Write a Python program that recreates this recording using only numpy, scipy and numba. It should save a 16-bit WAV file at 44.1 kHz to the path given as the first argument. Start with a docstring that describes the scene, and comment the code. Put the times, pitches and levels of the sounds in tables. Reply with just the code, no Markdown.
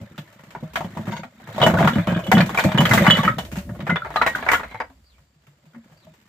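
"""Stones tumbling from a bucket

Flat stones shift, scrape and tumble out of a plastic bucket onto a pile under an open bamboo shelter.
Struck modes make the stone clacks, the clear-ringing slab and the booming bucket; grit is gated noise.
Soft steps and a far bird, a gliding tone, follow; insects throughout and several wind gusts are shaped noise.
A phone stands a couple of metres off."""
import sys
import numpy as np
from scipy import signal
from scipy.fft import rfft, irfft
from scipy.io import wavfile
from scipy.ndimage import uniform_filter1d
from numba import njit

SR = 44100
rng = np.random.default_rng(int(sys.argv[2]) if len(sys.argv) > 2 else 0)


def store_pcm(level_fs):
    """Save levels as 16-bit WAV."""
    pcm = np.round(np.clip(level_fs, -1, 1) * 32767).astype(np.int16)
    wavfile.write(sys.argv[1], SR, np.atleast_2d(pcm).T)


def amplitude_ratio(level_db):
    """Convert a level in decibels to the matching linear amplitude (field) ratio."""
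    exponent = np.asarray(level_db, float) / 20
    return 10 ** exponent


N = 277006  # length in samples

# modes of the clear-ringing slab: pitch_hz, level_db (relative), t60_s
SLAB_MODES = [(2976, 1, .08), (3348, 5, .065), (6970, -20, .05)]
# modes of the plastic bucket's wall: pitch_hz, level_db (relative), t60_s
BUCKET_MODES = [(107.7, -3.5, 0.17), (143.3, -4, 0.17), (175, -6, 0.2), (210.4, 7, 0.062),
                (327.6, -5.5, 0.0983), (557, -1.5, .06), (626, -14.5, 0.37)]
# colour of the rough stones: frequency_hz, level_db (relative)
STONE_COLOUR = [(210, -44), (350, -24), (492, -30), (788, -10.5), (1820, 6), (2250, 1), (2770, -30.5),
                (3600, 0.5), (5690, -52.5), (8000, -28.5), (10400, -61), (17600, -120)]
# colour of grit noise: frequency_hz, level_db (per Hz, relative)
GRIT_COLOUR = [(1760, -12), (3000, -13.5), (3170, -16), (3430, -21), (4050, -22.5), (4900, -22.5),
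               (7350, -20.5), (9530, -30.5), (14800, -22), (16000, -44)]
# sliding load: time_s, stone_motion_db, weight_on_bucket_wall_db
SLIDING_LOAD = [(0.0, -51.5, -46.5), (0.45, -51.5, -54.5), (1.03, -43, -40.5), (1.26, -64, -66),
                (1.52, -38, -40), (1.75, -32, -18), (1.82, -26, -31), (2.15, -41.5, -31), (2.66, -32, -35),
                (2.89, -25.5, -24), (2.99, -21, -21), (3.17, -21, -30), (3.32, -36.5, -33.5),
                (3.55, -71, -49), (3.8, -47, -39), (4.04, -43, -42.5), (4.42, -32, -43.5),
                (4.69, -44.5, -50.5), (4.9, -67, -64.5), (5.27, -74.5, -72.5), (5.88, -61, -56),
                (6.28, -62, -62)]


def table(rows, x):
    """Columns after the first, joined by straight lines at x."""
    first, *rest = np.transpose(rows)
    return [np.interp(x, first, column) for column in rest]


def colour_db(points, hz):
    """A spectrum read on a log-frequency axis."""
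    point_hz, db = np.transpose(points)
    return np.interp(np.log(np.maximum(hz, 1)), np.log(point_hz), db)


def noise(points):
    """Coloured noise of rms 1; left and right share the bass and part in the treble."""
    hz = np.arange(N // 2 + 1) * SR / N
    mid, side = rfft(rng.standard_normal((2, N))) * amplitude_ratio(colour_db(points, hz))
    apart = np.clip(hz / 830.0, 0, 1)
    pair = np.array([mid + apart * side, mid - apart * side])
    x = irfft(pair / np.sqrt(1 + apart ** 2), N)
    return x / x.std()


def walk(rate):
    """Random levels, rate of them a second, joined by ramps; spread near 1."""
    hold = int(SR / rate)
    levels = np.repeat(rng.standard_normal(N // hold + 1), hold)
    return 1.2 * uniform_filter1d(levels, hold)[:N]


@njit
def add_modes(out, start, pole, rise, left, right):
    """Each row is a mode that swells in over the contact and dies away."""
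    for k in range(len(start)):
        z, soft = 1 + 0j, 1.
        for i in range(start[k], out.shape[1]):
            out[0, i] += (1 - soft) * (z * left[k]).imag
            out[1, i] += (1 - soft) * (z * right[k]).imag
            z, soft = z * pole[k], soft * rise[k]
            if abs(z) < 1e-3:
                break


def ring(s, hz, db, t60, contact, scatter=1., lag_s=0.):
    """Struck modes; each reaches the two microphone ports with a steady or scattered lag and its own phase."""
    s, hz, db, t60, contact = (np.ravel(a) for a in np.broadcast_arrays(s, hz, db, t60, contact))
    phase_chance, lag_chance = rng.standard_normal((len(s), 2)).T
    gain = amplitude_ratio(db) * np.exp(2j * np.pi * phase_chance)
    lag = lag_s + scatter * 0.00013 * lag_chance  # s between the ports
    split = np.exp(1j * np.pi * hz * lag)
    pole = np.exp(2j * np.pi * hz / SR - np.log(1000) / (np.maximum(t60, 1e-3) * SR))
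    rise = np.exp(-1 / (contact * SR))
    out = np.zeros((2, N))
    add_modes(out, (s * SR).astype(np.int64), pole, rise, gain * split, gain / split)
    return out


def bursts(s, db, t60):
    """Envelope that jumps at each time and decays."""
    spikes = np.zeros(N)
    np.add.at(spikes, (s * SR).astype(int), amplitude_ratio(db))
    return signal.lfilter([1], [1, -np.exp(-np.log(1000) / (t60 * SR))], spikes)


def rubbed(modes, column, count, contact, detune, span=(0, (N - 1) / SR)):
    """Small random knocks on an object's modes, as strong as one column of the sliding load."""
    when, which, offset = rng.random((count, 3)).T
    s = span[0] + when * (span[1] - span[0])
    hz, db, t60 = np.array(modes)[(which * len(modes)).astype(int)].T
    load_db = table(SLIDING_LOAD, s)[column]
    return ring(s, hz * (1 + detune * (2 * offset - 1)), load_db + db, t60, contact)


def clacks():
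    """A rough stone chatters as it lands: a crowd of very short modes while the faces seat, and a gritty crack."""
    # stone on stone: start_s, level_db, then relative to it upper_body_db, body_top_db, crack_db
    landings = [(0.014, -33.5, -25.5, -34, -22.5), (0.179, -28, -5.5, -7, -18.5),
                (0.276, -45.5, -13, -22, -16), (0.326, -51, -3, -12.5, -6.5), (0.393, -41.5, -4, -20, -20),
                (0.436, -43, -3.5, -29, -13.5), (0.506, -40.5, 1, -8, -11.5), (0.55, -16, -19, -55, -51),
                (0.633, -29.5, -26, -29, -29), (0.735, -34.5, -21, -23, -11.5),
                (0.757, -12.5, -3, -11.5, -24), (0.807, -11.5, -25, -35, -42), (0.846, -22, -19, -24, -31),
                (0.905, -44, -18, -21, -14), (0.951, -32, -36, -28, -24), (0.971, -16.5, -18.5, -37, -33.5),
                (1.011, -27.5, -25, -33, -28), (1.055, -34, -8, -12, -21), (1.07, -23, -11, -27, -32),
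                (1.081, -23, -7.5, -26, -29), (1.121, -21.5, -10.5, -22, -27),
                (1.166, -26.5, -15, -12, -25), (1.234, -25, -8, -18, -32), (1.4, -35.5, -13, -31, -25),
                (1.473, -29, -11, -27, -25), (1.489, -25, -28, -35, -32), (1.526, -34.5, -9, -15, -18),
                (1.547, -34, -6, -11, -22), (1.561, -21.5, -17, -20, -32), (1.58, -12.5, -21, -23, -33),
                (1.601, -8.5, -16, -23, -43), (1.616, -3, -17, -28, -37), (1.628, -5, -9.5, -16, -43),
                (1.637, -1.5, -24, -32, -37), (1.664, 2.5, -14, -35, -30.5), (1.699, -10, -10.5, -30, -50),
                (1.739, -4.5, -18, -44, -41), (1.773, -13, -25, -42, -30), (1.786, -8.5, -6.5, -22.5, -33),
                (1.805, -1, -36, -35, -42), (1.826, -9.5, -9.5, -33, -44), (1.846, -7.5, -11, -28, -33),
                (1.875, -5.5, -4.5, -16.5, -29), (1.933, -30, -10, -4, -19), (1.956, -14, -12, -27, -35),
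                (1.984, -18, -4, -26, -34), (2.005, -25, -21, -34, -29), (2.072, -11.5, -15, -26, -31),
                (2.099, -16, -23, -36, -35), (2.12, -14.5, -17, -24, -39), (2.165, -12, -28, -32, -38),
                (2.191, -16, -37, -34, -33), (2.243, -40, -17, -16, -8.5), (2.266, -23, -13, -29, -21.5),
                (2.316, 1, -7, -23, -25.5), (2.37, -10, -4, -29, -47), (2.38, -1.5, -13.5, -20, -41),
                (2.405, -12, 0.5, -11, -25), (2.461, -26.5, -23, -22, -14), (2.493, -15, -12, -23, -28),
                (2.546, -11.5, -12.5, -24, -28), (2.574, -11.5, -9, -32, -20.5), (2.586, -7, -4, -33, -36),
                (2.594, -13, -5, -7.5, -25.5), (2.639, -15, -3.5, -17, -17), (2.651, -7.5, -37, -43, -65),
                (2.687, -15, -16, -28, -42), (2.718, -17, -7, -17, -28), (2.747, -15, -10.5, -38, -48),
                (2.776, -5.5, -7.5, -21, -30), (2.805, -3, -14.5, -27, -27), (2.853, -15.5, 6, -4, -15.5),
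                (2.892, -13, -18, -33, -18.5), (2.911, -10.5, 2, -34, -20), (2.935, -3.5, -21, -16, -17),
                (2.976, -9, 0.5, -29, -21.5), (3.021, -14, -22, -48, -22), (3.046, -7, -10, -37, -35),
                (3.056, -13.5, -5, -35, -40), (3.066, -3.5, -0.5, -31, -31), (3.101, -9, 0.5, -14, -24),
                (3.151, -20, -12, -20, -25), (3.17, -9.5, -7, -36, -25.5), (3.187, -17, -2, -36, -33),
                (3.233, -10, -8.5, -38, -28.5), (3.25, -17.5, 3, -34, -27), (3.279, -14, 2, -31, -31),
                (3.384, -11, -17.5, -17.5, -24), (3.45, -45.5, -5, 7, -3.5), (3.516, -41.5, -9, -20, -2.5),
                (3.525, -38, -3, -19, -12), (3.556, -29.5, -6, -18, -17.5), (3.567, -32, -17, -21, -11),
                (3.585, -33.5, -5, -5, -17), (3.692, -33, -4, -31, -40), (3.75, -31, -16, -40, -27),
                (3.791, -29, -15, -29, -33), (3.804, -28, -4.5, -10, -32), (3.867, -17, -9, -35, -37),
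                (3.873, -17.5, -5.5, -29, -34), (3.898, -10.5, -5, -24, -40), (3.958, -14.5, 0.5, -22, -47),
                (4.018, -35, -21, -33, -44), (4.048, -17.5, -9.5, -52, -53), (4.059, -19, -12.5, -51, -43),
                (4.105, -20.5, -12.5, -44, -39), (4.141, -25, -9, -40, -28), (4.159, -7.5, -7, -18.5, -36),
                (4.217, -3.5, -6, -24, -41), (4.264, -5, -4, -30, -26), (4.353, -19.5, -3, -17, -20),
                (4.385, -18.5, -14, -32, -52), (4.426, -17.5, -8, -50, -46), (4.464, -10, -6, -52, -43),
                (4.487, -8.5, 1.5, -55, -28.5), (4.516, -11, 2, -22, -15.5), (4.533, -9, 4.5, -19, -30),
                (4.596, -16, -7.5, -35, -57), (4.633, -18, -6.5, -42, -54), (4.712, -26, -11, -24, -36),
                (4.745, -22.5, -6, -43, -38), (4.802, -12.5, -6.5, -33, -61), (4.9, -37.5, -18, -29, -32.5),
                (5.182, -51, -8.5, -19.5, -18.5), (5.435, -55.5, -13.5, -18, -19.5),
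                (5.468, -47.5, -6.5, -20, -15), (5.655, -51, -20, -18.5, -16.5),
                (5.733, -44.5, -10.5, -26, -31), (5.747, -41.5, -3, -25.5, -28.5),
                (5.842, -50, -6, -31.5, -26), (5.899, -46.5, -15, -28.5, -23),
                (5.921, -45.5, -13, -22.5, -21), (6.068, -45, -19, -22, -24),
                (6.138, -47, -18.5, -20.5, -13.5)]
    s, db, upper_db, top_db, crack_db = np.transpose(landings)[..., None]
    chance = rng.random((len(s), 3, 90))
    hz = 400 * (7000 / 400) ** ((np.arange(90) + chance[:, 0]) / 90)
    upper = np.clip(np.log2(hz / 800), 0, 1)
    top = np.clip(2 * np.log2(hz / 2400), 0, 1)
    low_body_db = upper * upper_db + .5 * colour_db(STONE_COLOUR, hz)
    high_body_db = top_db + 1.5 - 23.0 * np.log2(hz / 4000)
    body_db = (1 - top) * low_body_db + top * high_body_db
    # share of the seating time; many modes start with the first touch
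    late = np.maximum(chance[:, 1] - .15, 0) ** 1.3
    mode_db = db - 10 + body_db - 12 * late ** 1.13 + 7 * chance[:, 2]
    body = ring(s + .025 * late, hz, mode_db, 0.025 * (1000 / hz) ** 0.064, 0.000067)
    start, grit_db = s[:, 0], (db + crack_db)[:, 0]
    crack = bursts(start, grit_db - 8.5, 0.033) + bursts(start, grit_db + 5.5, 0.17)
    return body + crack * noise(GRIT_COLOUR)


def pings():
    """One note stands out of the blow, split into a close pair of modes."""
    # blows that leave a clear note: start_s, level_db, pitch_hz, t60_s (before its limits below)
    notes = [(0.277, -35, 1780, .05), (0.774, -3.5, 685, 0.025), (0.808, -21, 930, .08),
             (0.846, -19.5, 577, 0.053), (1.122, -20, 940, 0.18), (1.167, -15, 940, 0.028),
             (1.58, -11.5, 610, 0.14), (1.6, -9, 607, 0.056), (1.621, -7, 3640, 0.046),
             (1.63, -0.5, 580, 0.076), (1.664, 3.5, 639, 0.044), (1.672, -13, 1500, .07),
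             (1.7, -13, 566, 0.055), (1.771, -6, 1474, 0.036), (1.785, -12, 1000, 0.087),
             (1.804, -9, 650, 0.048), (1.845, -7.5, 1003, 0.059), (1.873, 3, 1380, 0.036),
             (2.316, -3.5, 760, .094), (2.402, -8.5, 1697, 0.045), (2.406, -6.5, 2390, 0.06),
             (2.405, -15, 4405, 0.053), (2.574, -2.5, 2350, 0.057), (2.593, -2.5, 1515, 0.046),
             (2.594, -26, 3660, .09), (2.644, -20.5, 4170, 0.046), (2.911, -4, 2044, 0.057),
             (2.978, -4, 2014, 0.058), (3.021, -6.5, 560, 0.067), (3.064, -3, 1164, 0.085),
             (3.187, -7.5, 1137, 0.087), (3.212, -25, 3620, 0.067), (3.277, 8.5, 1280, 0.029),
             (3.894, -4.5, 1436, 0.061), (3.9, -13.5, 2056, 0.15), (3.964, -10, 3460, 0.03),
             (4.02, -8, 1360, 0.027), (4.159, -7, 862, 0.04), (4.166, -20.5, 4020, 0.086),
             (4.173, -8, 1220, 0.08), (4.214, 10.5, 1342, 0.012), (4.218, -19, 4030, .042),
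             (4.262, -9, 1886, 0.13), (4.266, -16, 3900, 0.056), (4.35, 4, 1520, 0.017),
             (4.487, 0.5, 2230, 0.028), (4.518, -21, 1790, 0.065), (4.539, -3, 1370, 0.024),
             (4.545, -14.5, 3210, 0.069), (4.548, -2, 1412, 0.04), (4.635, -38.5, 4020, 0.091),
             (4.745, -18, 870, 0.039), (4.802, -16.5, 915, 0.047), (4.804, -33, 4900, .05),
             (6.068, -37.5, 630, 0.093)]
    s, db, hz, t60 = np.transpose(notes)[..., None]
    t60 = np.clip(t60, .015, .2)
    return ring(s, hz * [1, 1.03], db - [4, 12], t60, 0.0025, scatter=0.26, lag_s=.00006)


def slab():
    """The same few modes at every blow; the spot hit sets the share of the second."""
    # blows on the slab: start_s, level_db, second_mode_change_db
    slab_blows = [(1.6167, -17, -4), (1.6356, -9, -16.5), (1.6634, -21.5, -29), (1.7998, -43, 3),
                  (1.8444, -44, 11), (1.8768, -33, -4), (1.935, -31, -7), (2.078, -33, -17),
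                  (2.148, -38, 5), (2.24, -33, -11.5), (2.271, -29.5, -6.5), (2.3195, -43, -12),
                  (2.3507, -23, -5), (2.7828, -10, -14), (2.8544, -35.5, -3), (2.937, -24.5, -16.5),
                  (3.077, -15.5, -15.5), (3.1076, -3, -7.5), (3.1507, -17, -9.5), (3.211, -44, 5.5),
                  (3.2322, -30, 1), (3.245, -25, -9), (3.262, -29.5, -10.5), (3.3867, -29, -9)]
    s, db, upper_db = np.transpose(slab_blows)[..., None]
    hz, mode_db, t60 = np.transpose(SLAB_MODES)
    second = np.arange(len(SLAB_MODES)) == 1
    return ring(s, hz, db + mode_db + upper_db * second, t60, 0.00014, scatter=0.21, lag_s=.00006)


def drags():
    """Uneven slips keep the dragged stone's resonances singing, fainter towards the end of the drag."""
    # stone dragged over stone: (start_s, end_s, level_db), then its resonances:
    # pitch_hz, width_hz, level_db (relative)
    scrapes = [ ((1.11, 1.215, -30), [(930, 120, -8.5), (1550, 64, -6), (1500, 47, -24), (2120, 120, -4.5),
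               (2760, 84, -14), (3640, 66, -14), (4370, 19, -31), (4550, 60, -15), (5530, 60, -22),
               (6600, 60, -18.5)]), ((1.955, 2.03, -46), [(1000, 54, -17), (1600, 99, 9), (2150, 66, -17),
               (2390, 12, 1.5), (3510, 99, 5), (5650, 47, -12.5), (7140, 58, -26)]), ((2.08, 2.21, -35.5),
               [(1054, 30, -8), (1250, 120, 5.5), (1583, 87, 10.5), (2220, 40, -21), (2443, 48, 1.5),
               (3100, 56, -2), (3570, 61, -9), (7320, 32, -18)]), ((2.575, 2.75, -38.5), [(1560, 68, -8),
               (2020, 61, -16), (2390, 32, 5.5), (3500, 54, -15), (3640, 26, -10.5), (4470, 29.6, -12),
               (7980, 130, -7)]), ((4.69, 4.8, -45.5), [(2127, 24, 3.5), (3230, 110, -8), (4020, 37, -10),
               (4610, 58, -22)]), ]
    out = 0
    for (start, end, db), peaks in scrapes:
        hz, width, peak_db = np.transpose(peaks)
        slips = rng.random((int(400 * (end - start)), 2 + len(hz)))
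        when, size, spot = slips[:, :1], slips[:, 1:2], slips[:, 2:]
        slip_db = db + peak_db + 16 * size - 12.5 - 6 * when
        t60 = np.log(1000) / (np.pi * width)  # a narrow resonance rings longer
        slip_hz = hz + width * (spot - .5)
        out = out + ring(start + (end - start) * when, slip_hz, slip_db, t60, 0.000087, scatter=0.53)
    return out


def thuds():
    """A soft push on the bucket, or a dull step: one strongest ring and all the wall modes, struck unevenly."""
    # bucket blows and dull steps: start_s, level_db, strongest_ring_hz
    pushes = [(0.011, -30.5, 113), (0.18, -27, 152), (0.396, -47, 154), (0.471, -41, 158),
              (0.557, -36, 159), (0.626, -20.5, 158), (0.783, -32, 230), (0.803, -27.5, 153),
              (0.845, -23.5, 178.5), (0.885, -39, 226), (0.965, -21.5, 158), (0.99, -22.5, 215),
              (1.075, -14, 189.3), (1.097, -19.5, 212), (1.135, -23.5, 148), (1.19, -27.5, 160),
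              (1.248, -39, 246), (1.401, -48.5, 256), (1.486, -32.5, 112), (1.605, -16, 141),
              (1.629, -15, 211), (1.657, -8, 175.5), (1.696, -12.5, 166), (1.735, -9, 175),
              (1.781, -12, 175), (1.808, -10, 175), (1.829, -6.5, 193), (1.853, -11, 157),
              (1.958, -11.5, 210), (1.98, -9, 170), (2.074, -10, 141), (2.086, -14, 185.7),
              (2.118, -11.5, 177), (2.161, -11, 175), (2.281, -17, 190), (2.334, -5.5, 203),
              (2.35, -10.5, 208.5), (2.368, -3.5, 178), (2.398, -10, 163.3), (2.428, -17, 140),
              (2.463, -24, 200), (2.526, -23.5, 190), (2.567, -27, 170), (2.646, -4.5, 186.3),
              (2.687, -24, 193), (2.745, -11, 142.4), (2.789, -6, 141), (2.821, -11, 175),
              (2.856, -24.5, 186), (2.904, -11.5, 131), (2.938, -14.5, 233), (2.96, -17, 194),
              (3.007, -7, 184.6), (3.042, -18, 187), (3.079, -7, 162.4), (3.102, -14.5, 178),
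              (3.128, -15, 193), (3.187, -14, 155), (3.245, -16, 177.6), (3.262, -15.5, 190),
              (3.29, -19, 131.5), (3.369, -21.5, 174), (3.523, -22, 157), (3.572, -22.5, 189),
              (3.694, -22, 110), (3.712, -23.5, 178), (3.793, -22, 194), (3.827, -23, 147),
              (3.888, -15.5, 181), (3.92, -14.5, 167), (4.084, -39.5, 147), (4.207, -32.5, 235),
              (4.26, -37, 170), (4.343, -35.5, 286), (4.402, -33.5, 247), (4.525, -37, 199),
              (4.584, -42, 193), (4.739, -36, 111), (4.794, -41.5, 298), (4.895, -46, 266),
              (5.202, -50.5, 142.6), (5.359, -51.5, 148), (5.475, -43, 143.3), (5.66, -43.5, 154.4),
              (5.738, -41, 224), (5.761, -32, 229), (5.911, -44.5, 156), (6.071, -41.5, 157.4)]
    s, db, hz = np.transpose(pushes)[..., None]
    wall_hz, wall_db, wall_t60 = np.transpose(BUCKET_MODES)
    pitch_chance, level_chance = rng.standard_normal((2, len(s), len(BUCKET_MODES)))
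    # once the bucket is lifted away empty (s), thuds ring longer and stir the walls less
    empty = s > 4.0
    push_db = db + wall_db - 6 + 3 * level_chance - 7 * empty
    walls = ring(s, wall_hz * (1 + 0.045 * pitch_chance), push_db, wall_t60, 0.0033)
    return ring(s, hz, db + 8.5, np.where(empty, 0.15, .11), 0.016) + walls


def bucket_rumble():
    """The sliding load drums on the bucket's wall modes with its weight."""
    return amplitude_ratio(5) * rubbed(BUCKET_MODES, column=1, count=900, contact=0.00056, detune=0.082)


def slab_rub():
    """The slab slides with the load for a while, its modes knocked by the moving stones."""
    span_s = 1.75, 3.3
    return amplitude_ratio(-22.5) * rubbed(SLAB_MODES, column=0, count=560, contact=0.0011, detune=.006, span=span_s)


def rattle():
    """Dense short stone ticks follow the motion of the load."""
    when, pitch, size, length = rng.random((26000, 4)).T
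    s, hz = when * (N - 1) / SR, 380 * (5000 / 380) ** pitch
    size_db = -2.0 * np.log(1 - size)  # many small, a few large
    t60 = .008 + .022 * length
    tick_db = table(SLIDING_LOAD, s)[0] - 1 + 0.41 * colour_db(STONE_COLOUR, hz) + size_db
    return ring(s, hz, tick_db, t60, 0.0036)


def grit():
    """Grit hisses in random grains, growing more slowly than the motion of the load."""
    when, size = rng.random((2500, 2)).T
    gate = 0.234 + bursts(when * (N - 1) / SR, -3.0 * np.log(1 - size) - 8, 0.015)
    motion_db = table(SLIDING_LOAD, np.arange(N) / SR)[0]
    level_db = -46.5 + 0.55 * (motion_db + 30)
    return amplitude_ratio(level_db) * gate * noise(GRIT_COLOUR)


def shelter(x):
    """Short scattered echoes from ground, posts and fence; alike at both ports in the bass."""
    t = np.arange(int(.25 * SR)) / SR
    decay = np.exp(-np.log(1000) * t / 0.15) * (t > .003)
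    mid, side = rng.standard_normal((2, len(t))) * decay
    side = signal.lfilter(*signal.butter(1, 900., "highpass", fs=SR), side)
    tail = np.array([mid + side, mid - side])
    tail = tail / np.sqrt(np.sum(tail ** 2) / 2)
    return signal.fftconvolve(x.mean(axis=0, keepdims=True), tail, axes=1)[:, :N]


def bird():
    """A husky whistle whose tone falls in pitch and wavers, far off and smeared by echoes."""
    # the falling call: time_after_start_s, pitch_hz, level_db (relative)
    call = [(0, 4620, -80), (.015, 4600, -72), (.045, 4550, -75), (.055, 4250, -80), (.065, 4000, -71),
            (.085, 3400, -71), (.097, 2900, -78), (.105, 2350, -76), (.14, 2450, -82)]
    # when the bird calls: start_s
    call_starts = [5.037, 5.96]
    t, out = np.arange(N) / SR, 0
    for start in call_starts:
        hz, db = table(call, t - start)
        on = (t > start) & (t < start + call[-1][0])
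        husk, waver = amplitude_ratio(3 * walk(250)), 1 + .035 * walk(600)
        out = out + on * husk * amplitude_ratio(db) * np.sin(2 * np.pi * np.cumsum(hz * waver) / SR)
    return amplitude_ratio(5.5) * (out + amplitude_ratio(5.5) * shelter(out[None]))


def wind():
    """Gusts rumble on the microphone ports: unsteady low noise that swells and fades."""
    # gusts: peak_s, level_db, rise_s, fall_s (each time for 20 dB)
    gusts = [(0.759, -47.5, .3, 0.6), (1.949, -44, 0.13, 1.1), (3.381, -38, 1, 0.67),
             (4.15, -51, 0.93, 0.51), (4.54, -40, 0.66, 0.52)]
    t = np.arange(N) / SR
    swell = 0
    for s, db, rise, fall in gusts:
        swell = swell + amplitude_ratio(db - 20 * np.maximum((s - t) / rise, (t - s) / fall))
    rumble = noise([(15, -41.5), (35, -21.5), (60, -1), (85, -9.5), (160, -49.5)])
    return swell * amplitude_ratio(3 * walk(10)) * rumble


def insects():
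    """Narrow bands of noise, each flickering in level."""
    # insect bands: centre_hz, width_hz, level_db
    bands = [(4600, 250, -81.5), (7350, 500, -81)]
    out = 0
    for hz, width, db in bands:
        band = noise([(hz - width, -30), (hz, 0), (hz + width, -30)])
        out = out + amplitude_ratio(db + 2.5 * walk(28)) * band
    return out


def air():
    """Quiet outdoor air: coloured noise that wavers slightly in level."""
    # colour of the air: frequency_hz, level_db (per Hz, relative)
    air_colour = [(35, -34), (60, 0), (103, -2), (233, -13.5), (448, -19), (579, -16), (2970, -23),
                  (4750, -22.5), (6140, -28.5), (7230, -22.5), (10300, -42), (14600, -39.5), (16000, -35.5)]
    return amplitude_ratio(-63.5 + 1.5 * walk(11.0)) * noise(air_colour)


def scene():
    """Stones and bucket, the stones with their echoes, over the outdoor background."""
    stone = clacks() + pings() + slab() + drags()
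    load = bucket_rumble() + slab_rub() + rattle() + grit()
    background = bird() + wind() + insects() + air()
    return stone + amplitude_ratio(-4) * shelter(stone) + thuds() + load + background


def roll_off(x):
    """The treble ends steeply here."""
    return signal.sosfilt(signal.butter(12, 16510, fs=SR, output="sos"), x)


def record(dry):
    """The phone drops the deepest bass and the top, and rounds the loudest peaks."""
    thin = signal.sosfilt(signal.butter(2, 55, "highpass", fs=SR, output="sos"), dry)
    rounded = np.tanh(0.72 * thin) / 0.81
    mix = signal.sosfilt(signal.ellip(8, .2, 60, 15350, fs=SR, output="sos"), rounded)
    return roll_off(mix)


dry = scene()
out = record(dry)
store_pcm(out)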